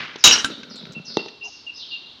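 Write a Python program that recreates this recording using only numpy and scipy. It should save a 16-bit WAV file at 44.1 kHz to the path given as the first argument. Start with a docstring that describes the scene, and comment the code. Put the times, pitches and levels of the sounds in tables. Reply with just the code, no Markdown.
"""Boule against a metal rail

A steel boule skips off a gravel court and clangs on a long rail, overloading the microphone.
It chatters there, knocks a board, rolls on over the grit and stops with a thud.
Struck bodies ring in damped modes; gravel and rattle are shaped noise.
Two birds whistle gliding notes from trees that scatter the sounds back.
There is one faint, short, far call, perhaps a dog's yap."""
import sys
import numpy as np
from scipy import signal
from scipy.fft import rfft, irfft
from scipy.io import wavfile

SR = 44100
rng = np.random.default_rng(int(sys.argv[2]) if len(sys.argv) > 2 else 0)


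def put_to_file(sound):
    """Save the sound as 16-bit audio at rate SR, in the file named by the first command-line argument."""
    columns = np.atleast_2d(sound).T  # one column per channel
    safe = np.clip(columns, -1, 1)
    whole_steps = np.round(safe * 32767)
    wavfile.write(sys.argv[1], SR, whole_steps.astype(np.int16))


N = 97020

# noise spectra (frequency [Hz], relative density [dB])
AIR_SPECTRUM = [(25, -47.5), (60, 0), (130, 1), (280, 4.5), (550, -3), (1000, -2), (2000, -9), (4000, 4),
                (6000, -13.5), (8000, -31.5), (15000, -44.5)]
SPRAY_SPECTRUM = [(60, -19.5), (160, 1), (400, -6.5), (800, -8), (1500, 4.5), (2700, 3), (5000, -10.5),
                  (6500, -23.5), (8500, -53), (15000, -58)]
SNAP_SPECTRUM = [(100, -28.5), (700, -8.5), (2000, 6.5), (3800, 9.5), (6300, -0.5), (8500, -45.5),
                 (15000, -49)]
CLICK_SPECTRUM = [(500, -39.5), (5000, -0.5), (7800, -5), (9500, -34), (15000, -27)]
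ROLL_SPECTRUM = [(25, -32.5), (70, -30), (130, -2.5), (200, 1), (340, -2.5), (600, -11), (2500, -20.5),
                 (9000, -52.5)]
RATTLE_SPECTRUM = [(30, -28), (100, -20), (300, -6), (700, -8), (1300, -4), (2000, -7.5), (2900, 0),
                   (4300, -5), (6500, -8), (8300, -24), (15000, -46)]
# grit snapping under the boule (time [s], level [dB], T60 [s])
SNAPS = [(.07, -51, 0.0073), (0.16, -27.5, 0.013), (.2396, -1, 0.0029), (0.4448, -24.5, 0.072),
         (.584, -41, .01), (0.633, -35.5, 0.038), (.854, -32, 0.0079), (1.2589, -38, 0.0081),
         (1.283, -34.5, 0.038)]
# impacts (time [s], level [dB])
CLICKS = [(0.4456, -22.5), (0.758, -41), (0.922, -43), (0.933, -45.5)]
THUDS = [(.158, -26.5), (1.1708, -6), (1.261, -26.5)]
CHATTER = [(.2635, -21), (.275, -2), (.280, -10.5), (.301, -15), (.3115, -6.5), (.328, -10), (.343, -25.5),
           (.361, -16.5), (.379, -22), (.396, -23.5)]
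KNOCKS = [(.4455, -12), (.4545, -24), (.462, -24), (.632, -35)]
# modes of the struck bodies (frequency [Hz], level [dB], T60 [s])
THUD_MODES = [(350, -19.5, 0.058), (434, -1.5, 0.021), (604, -13.5, 0.026), (850, -6, 0.018),
              (1175, -11.5, 0.0072), (1955, -14.5, .008), (3700, -3, 0.0068), (5835, -9.5, 0.0053)]
CHATTER_MODES = [(2883, 2.5, 0.037), (3056, -7.5, 0.09), (2636, -16, 0.038), (1552, -16.5, 0.026),
                 (1242, -28, 0.046), (332, -39, 0.088)]
BOARD_MODES = [(282.4, -17, 0.27), (1357, -17.5, 0.21), (1555, -1, 0.043), (2690, -22, 0.04),
               (3040, -4.5, .018), (3790, -2, 0.019)]
# far bird's slurs, near bird's peeps (time [s], length [s], start pitch [Hz], end pitch [Hz], level [dB])
SLURS = [(0.177, 0.061, 5730, 4370, -36.5), (0.485, 0.056, 4400, 3338, -32), (.695, 0.025, 5950, 4124, -33),
         (0.731, .075, 4420, 3580, -35), (1.046, .08, 5850, 3700, -30), (1.136, 0.048, 5410, 3288, -30),
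         (1.424, 0.036, 4965, 6260, -36.5), (1.452, 0.048, 6190, 4200, -40.5),
         (1.523, 0.057, 5500, 4200, -40.5), (1.732, 0.041, 4920, 5500, -36),
         (1.754, 0.095, 5000, 2960, -32), (1.869, 0.087, 4800, 3120, -32), (2.039, 0.069, 4300, 3200, -39)]
PEEPS = [(0.949, 0.046, 2756, 2662, -32), (1.169, 0.049, 2737, 2737, -29), (1.41, 0.027, 2780, 2660, -33),
         (1.426, 0.05, 2750, 2810, -31), (1.665, 0.024, 2817, 2782, -30), (1.692, 0.015, 2770, 2690, -28.5),
         (1.909, 0.067, 2870, 2727, -29.5)]
# far call (time [s], length [s], pitch [Hz], level [dB])
FAR_CALLS = [(1.425, .07, 420, -43)]
# its harmonics (pitch multiple, level [dB])
FAR_CALL_PARTIALS = [(1, -6), (2, 1.5), (3, -32)]
# bending modes of the rail (frequency [Hz], level [dB])
RAIL_MODES = [(1604, -13.5), (2347, -15.5), (2670, -3), (2862, -4), (3052, -18), (3252, -15), (3418, -10.5),
              (3618, -5), (3827, 5), (4034, -4), (4253, -18.5), (4463, -10.5), (4673, -14.5), (4904, -11),
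              (5141, -8), (5380, -7.5), (5614, -1), (5877, -3.5), (6115, -15), (6375, 1.5), (6640, -2),
              (6906, -2), (7182, -3.5), (7450, -17), (7720, -16.5), (8290, -38), (8580, -29), (8880, -25),
              (9190, -25.5), (9800, -28), (10430, -29), (11060, -30.5), (11700, -36)]
# blows on the rail (time [s], level [dB], band centre [Hz], spread [octaves], undamped time [s])
CLANGS = [(.2395, -9.5, 4800, 0.95, 0.12), (.275, -15, 2950, 0.059, 0.07), (.312, -11, 5570, 0.017, .044),
          (.323, -9, 5020, 0.19, 0.018), (0.384, -25, 5620, 0.12, 0.022), (0.444, -17, 9500, 0.21, 0.019),
          (.756, -39, 8200, 0.11, 0.028)]
# rumble of the rolling boule (time [s], level [dB])
ROLL_ENVELOPE = [(.24, -44), (.3, -42), (.42, -45), (.49, -40.5), (.6, -45), (.68, -44), (.8, -43),
                 (.9, -46.5), (.98, -43.5), (1.05, -54), (1.2, -41), (1.35, -64)]
# larger bumps, lower as the boule slows (time [s], level [dB], pitch [Hz])
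BUMPS = [(0.485, -34.5, 330), (0.503, -32.5, 314), (.578, -36, 285.6), (0.744, -34, 220),
         (0.835, -29.5, 176), (.896, -29, 171), (0.965, -27, 193), (.978, -30.5, 186), (.998, -28, 176),
         (1.078, -40.5, 179)]
# modes of the ground (pitch multiple, level [dB], T60 [s])
GROUND_MODES = [(0.999, 2.5, .055), (1.4, -16.5, .04), (2.3, -19, .025)]
# colour of the reflections (frequency [Hz], relative gain [dB])
TREES_RESPONSE = [(100, -1), (1500, 3), (4000, 1), (6000, -4), (8500, -19.5), (15000, -26)]
ECHO_RESPONSE = [(100, -1), (800, -1.5), (1600, 11.5), (2200, 3), (3000, -7), (4000, 7.5), (6000, -4),
                 (8000, 6.5), (15000, 5)]

AIR_DB = -52
SPRAY_DB, SPRAY_T60_S, CLICK_T60_S = -29.5, .66, .03
RAIL_REF_HZ, RAIL_T60_S, RAIL_LAG_S = 4000, .32, .0056  # T60 and phase lag at RAIL_REF_HZ
RAIL_DAMPING_EXPONENT, DAMPED_T60_S = .49, .13
ROLL_BUMPS_PER_S, ROLL_SPREAD_DB, GROUND_LOW_CUT_HZ = 400, 2, 164
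RATTLE_START_S, RATTLE_DB, RATTLE_T60_S = .241, -10, .42
ECHO_DELAY_S, ECHO_DB, ECHO_T60_S = .078, -10.5, .057
TREES_T60_S, TREES_BUILD_S, LEAVES_T60_S = .6, .0027, .041
HARD_WET_DB, GROUND_WET_DB, PEEP_WET_DB, SLUR_WET_DB, SLUR_LEAVES_DB = -25.5, -20, -7, -2, -5.5
DRIVE_DB, KNEE_EXPONENT, TOP_HZ = 1, 3.8, 15650


def undb(db):
    return 10 ** (np.asarray(db) / 20)


def clock():
    return np.arange(N) / SR


def noise():
    return rng.standard_normal(N)


def drift(rate_hz):
    """Smooth random drift, spread near 1."""
    return np.interp(clock() * rate_hz, np.arange(N), noise())


def fade(start_s, t60_s):
    """Sudden start, exponential decay."""
    age_s = clock() - start_s
    return (age_s >= 0) * np.exp(-np.log(1000) * np.maximum(age_s, 0) / t60_s)


def convolve(x, response):
    return signal.fftconvolve(x, response)[:N]


def colour(x, spectrum):
    """Minimum-phase filter, unit power gain."""
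    hz, db = np.array(spectrum, float).T
    bins_hz = np.arange(N // 2 + 1) * SR / N
    gain = undb(np.interp(np.log(bins_hz + 1), np.log(hz), db))
    cepstrum = irfft(np.log(gain / np.sqrt(np.mean(gain ** 2))), N)
    cepstrum[1:N // 2] *= 2
    cepstrum[N // 2 + 1:] = 0
    return convolve(x, irfft(np.exp(rfft(cepstrum)), N)[:N // 20])


def scatter(x, t60_s, build_s):
    """Dense reflections: a noise tail of unit energy."""
    tail = noise() * fade(0, t60_s) * (1 - np.exp(-clock() / build_s))
    return convolve(x, tail / np.sqrt(np.sum(tail ** 2)))


def strike(blows, modes, cutoff_hz):
    """Blows ring damped modes; softer contact, lower cutoff."""
    force = np.zeros(N)
    for start_s, db in blows:
        force[int(start_s * SR)] += undb(db)
    force = signal.sosfilt(signal.butter(8, cutoff_hz, fs=SR, output="sos"), force + 1e-18)
    ring = sum(undb(db) * np.sin(2 * np.pi * hz * clock()) * fade(0, t60_s) for hz, db, t60_s in modes)
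    return convolve(force, ring)


def air():
    """Faint, slowly wavering hiss of still air."""
    return undb(AIR_DB + .89 * drift(2.3)) * colour(noise(), AIR_SPECTRUM)


def gravel():
    """Spray from the landing dies away; single stones snap and click."""
    spray = noise() * undb(SPRAY_DB + 1.8 * drift(400)) * fade(0, SPRAY_T60_S)
    snaps = noise() * sum(undb(db) * fade(start_s, t60_s) for start_s, db, t60_s in SNAPS)
    clicks = noise() * sum(undb(db) * fade(start_s, CLICK_T60_S) for start_s, db in CLICKS)
    return colour(spray, SPRAY_SPECTRUM) + colour(snaps, SNAP_SPECTRUM) + colour(clicks, CLICK_SPECTRUM)


def trees(hard, ground):
    """Trunks and leaves scatter the boule's sounds back."""
    incident = undb(HARD_WET_DB) * hard + undb(GROUND_WET_DB) * ground
    return colour(scatter(incident, TREES_T60_S, TREES_BUILD_S), TREES_RESPONSE)


def thuds():
    """Dull, quickly damped impacts of the boule."""
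    return strike(THUDS, THUD_MODES, cutoff_hz=5800)


def tone(start_s, length_s, first_hz, last_hz, db, warble):
    """One gliding note; warble is its fractional pitch jitter."""
    progress = np.clip((clock() - start_s) / length_s, 0, 1)
    hz = first_hz * (last_hz / first_hz) ** progress * (1 + warble * drift(700))
    envelope = undb(db) * np.sqrt(np.abs(np.sin(np.pi * progress)))
    return envelope * np.sin(2 * np.pi * np.cumsum(hz) / SR)


def birds():
    """Two whistlers: near, almost level peeps; far, mostly falling slurs."""
    peeps = sum(tone(*note, warble=.0142) for note in PEEPS)
    slurs = sum(tone(*note, warble=.09) for note in SLURS)
    return peeps, slurs


def foliage(peeps, slurs, call):
    """Leaves blur the slurs and the far call; trees scatter the birdsong back."""
    blurred = scatter(undb(SLUR_LEAVES_DB) * slurs + call, LEAVES_T60_S, build_s=.002)
    incident = undb(PEEP_WET_DB) * peeps + undb(SLUR_WET_DB) * slurs
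    return blurred + scatter(incident, TREES_T60_S, TREES_BUILD_S)


def rail():
    """Bending modes ring until the boule damps them; higher modes die sooner."""
    out = np.zeros(N)
    age_s = clock()[:N // 3]
    hz, db = np.array(RAIL_MODES, float).T[:, :, None]
    ratio = hz / RAIL_REF_HZ
    lag_s = RAIL_LAG_S / np.sqrt(ratio)  # treble travels faster
    decay = np.exp(-np.log(1000) * age_s * ratio ** RAIL_DAMPING_EXPONENT / RAIL_T60_S)
    rings = undb(db) * np.sin(2 * np.pi * hz * (age_s - lag_s)) * decay
    for start_s, level_db, centre_hz, spread_oct, free_s in CLANGS:
        weight = np.exp(-.5 * (np.log2(hz / centre_hz) / spread_oct) ** 2)
        damping = np.exp(-np.log(1000) * np.maximum(age_s - free_s, 0) / DAMPED_T60_S)
        at = int(start_s * SR)
        out[at:at + len(age_s)] += undb(level_db) * (weight * rings).sum(axis=0) * damping
    return out


def rolling():
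    """Small bumps of uneven ground rumble under the heavy boule."""
    jolts = (rng.random(N) < ROLL_BUMPS_PER_S / SR) * noise() * undb(ROLL_SPREAD_DB * drift(30))
    rumble = scatter(jolts / jolts.std(), t60_s=.02, build_s=.0016)
    times_s, db = np.array(ROLL_ENVELOPE).T
    envelope = undb(np.interp(clock(), times_s, db, left=-90, right=-90))
    return colour(rumble * envelope, ROLL_SPECTRUM)


def rattle():
    """The rail rattles on the ground after the first blow."""
    burst = noise() * fade(RATTLE_START_S, RATTLE_T60_S) * undb(.83 * drift(302.3))
    return undb(RATTLE_DB) * colour(burst, RATTLE_SPECTRUM)


def chatter():
    """The boule rebounds rapidly against the rail."""
    return strike(CHATTER, CHATTER_MODES, cutoff_hz=6000)


def echo(x):
    """One delayed, smeared reflection."""
    reflected = colour(scatter(x, ECHO_T60_S, build_s=.003), ECHO_RESPONSE)
    return undb(ECHO_DB) * np.interp(clock() - ECHO_DELAY_S, clock(), reflected, left=0)


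def board():
    """The boule's knocks ring the board."""
    return strike(KNOCKS, BOARD_MODES, cutoff_hz=6000)


def bumps():
    """The ground booms briefly under each larger bump."""
    out = np.zeros(N)
    for start_s, db, hz in BUMPS:
        modes = [(k * hz, mode_db, t60_s) for k, mode_db, t60_s in GROUND_MODES]
        out += strike([(start_s, db)], modes, cutoff_hz=1200)
    return out


def far_call():
    """One faint, short call of three rough harmonics, perhaps a dog's yap."""
    return sum(tone(start_s, length_s, k * hz, k * hz, db + partial_db, warble=.08)
               for start_s, length_s, hz, db in FAR_CALLS for k, partial_db in FAR_CALL_PARTIALS)


def scene():
    """The boule's run, its reflections, air, birds and the far call; mono."""
    crash = rattle() + chatter()
    hard = gravel() + rail() + crash + board()
    low_cut = signal.butter(3, GROUND_LOW_CUT_HZ, "high", fs=SR, output="sos")
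    ground = signal.sosfilt(low_cut, thuds() + rolling() + bumps())
    court = hard + ground + echo(crash) + trees(hard, ground) + air()
    peeps, slurs = birds()
    return (court + peeps + foliage(peeps, slurs, far_call()))[None]


def record(dry):
    """The microphone flattens the loudest peaks and cuts the top."""
    driven = dry * undb(DRIVE_DB)
    clipped = driven / (1 + np.abs(driven) ** KNEE_EXPONENT) ** (1 / KNEE_EXPONENT)
    return signal.sosfilt(signal.ellip(8, .2, 70, TOP_HZ, fs=SR, output="sos"), clipped)


dry = scene()
out = record(dry)
put_to_file(out)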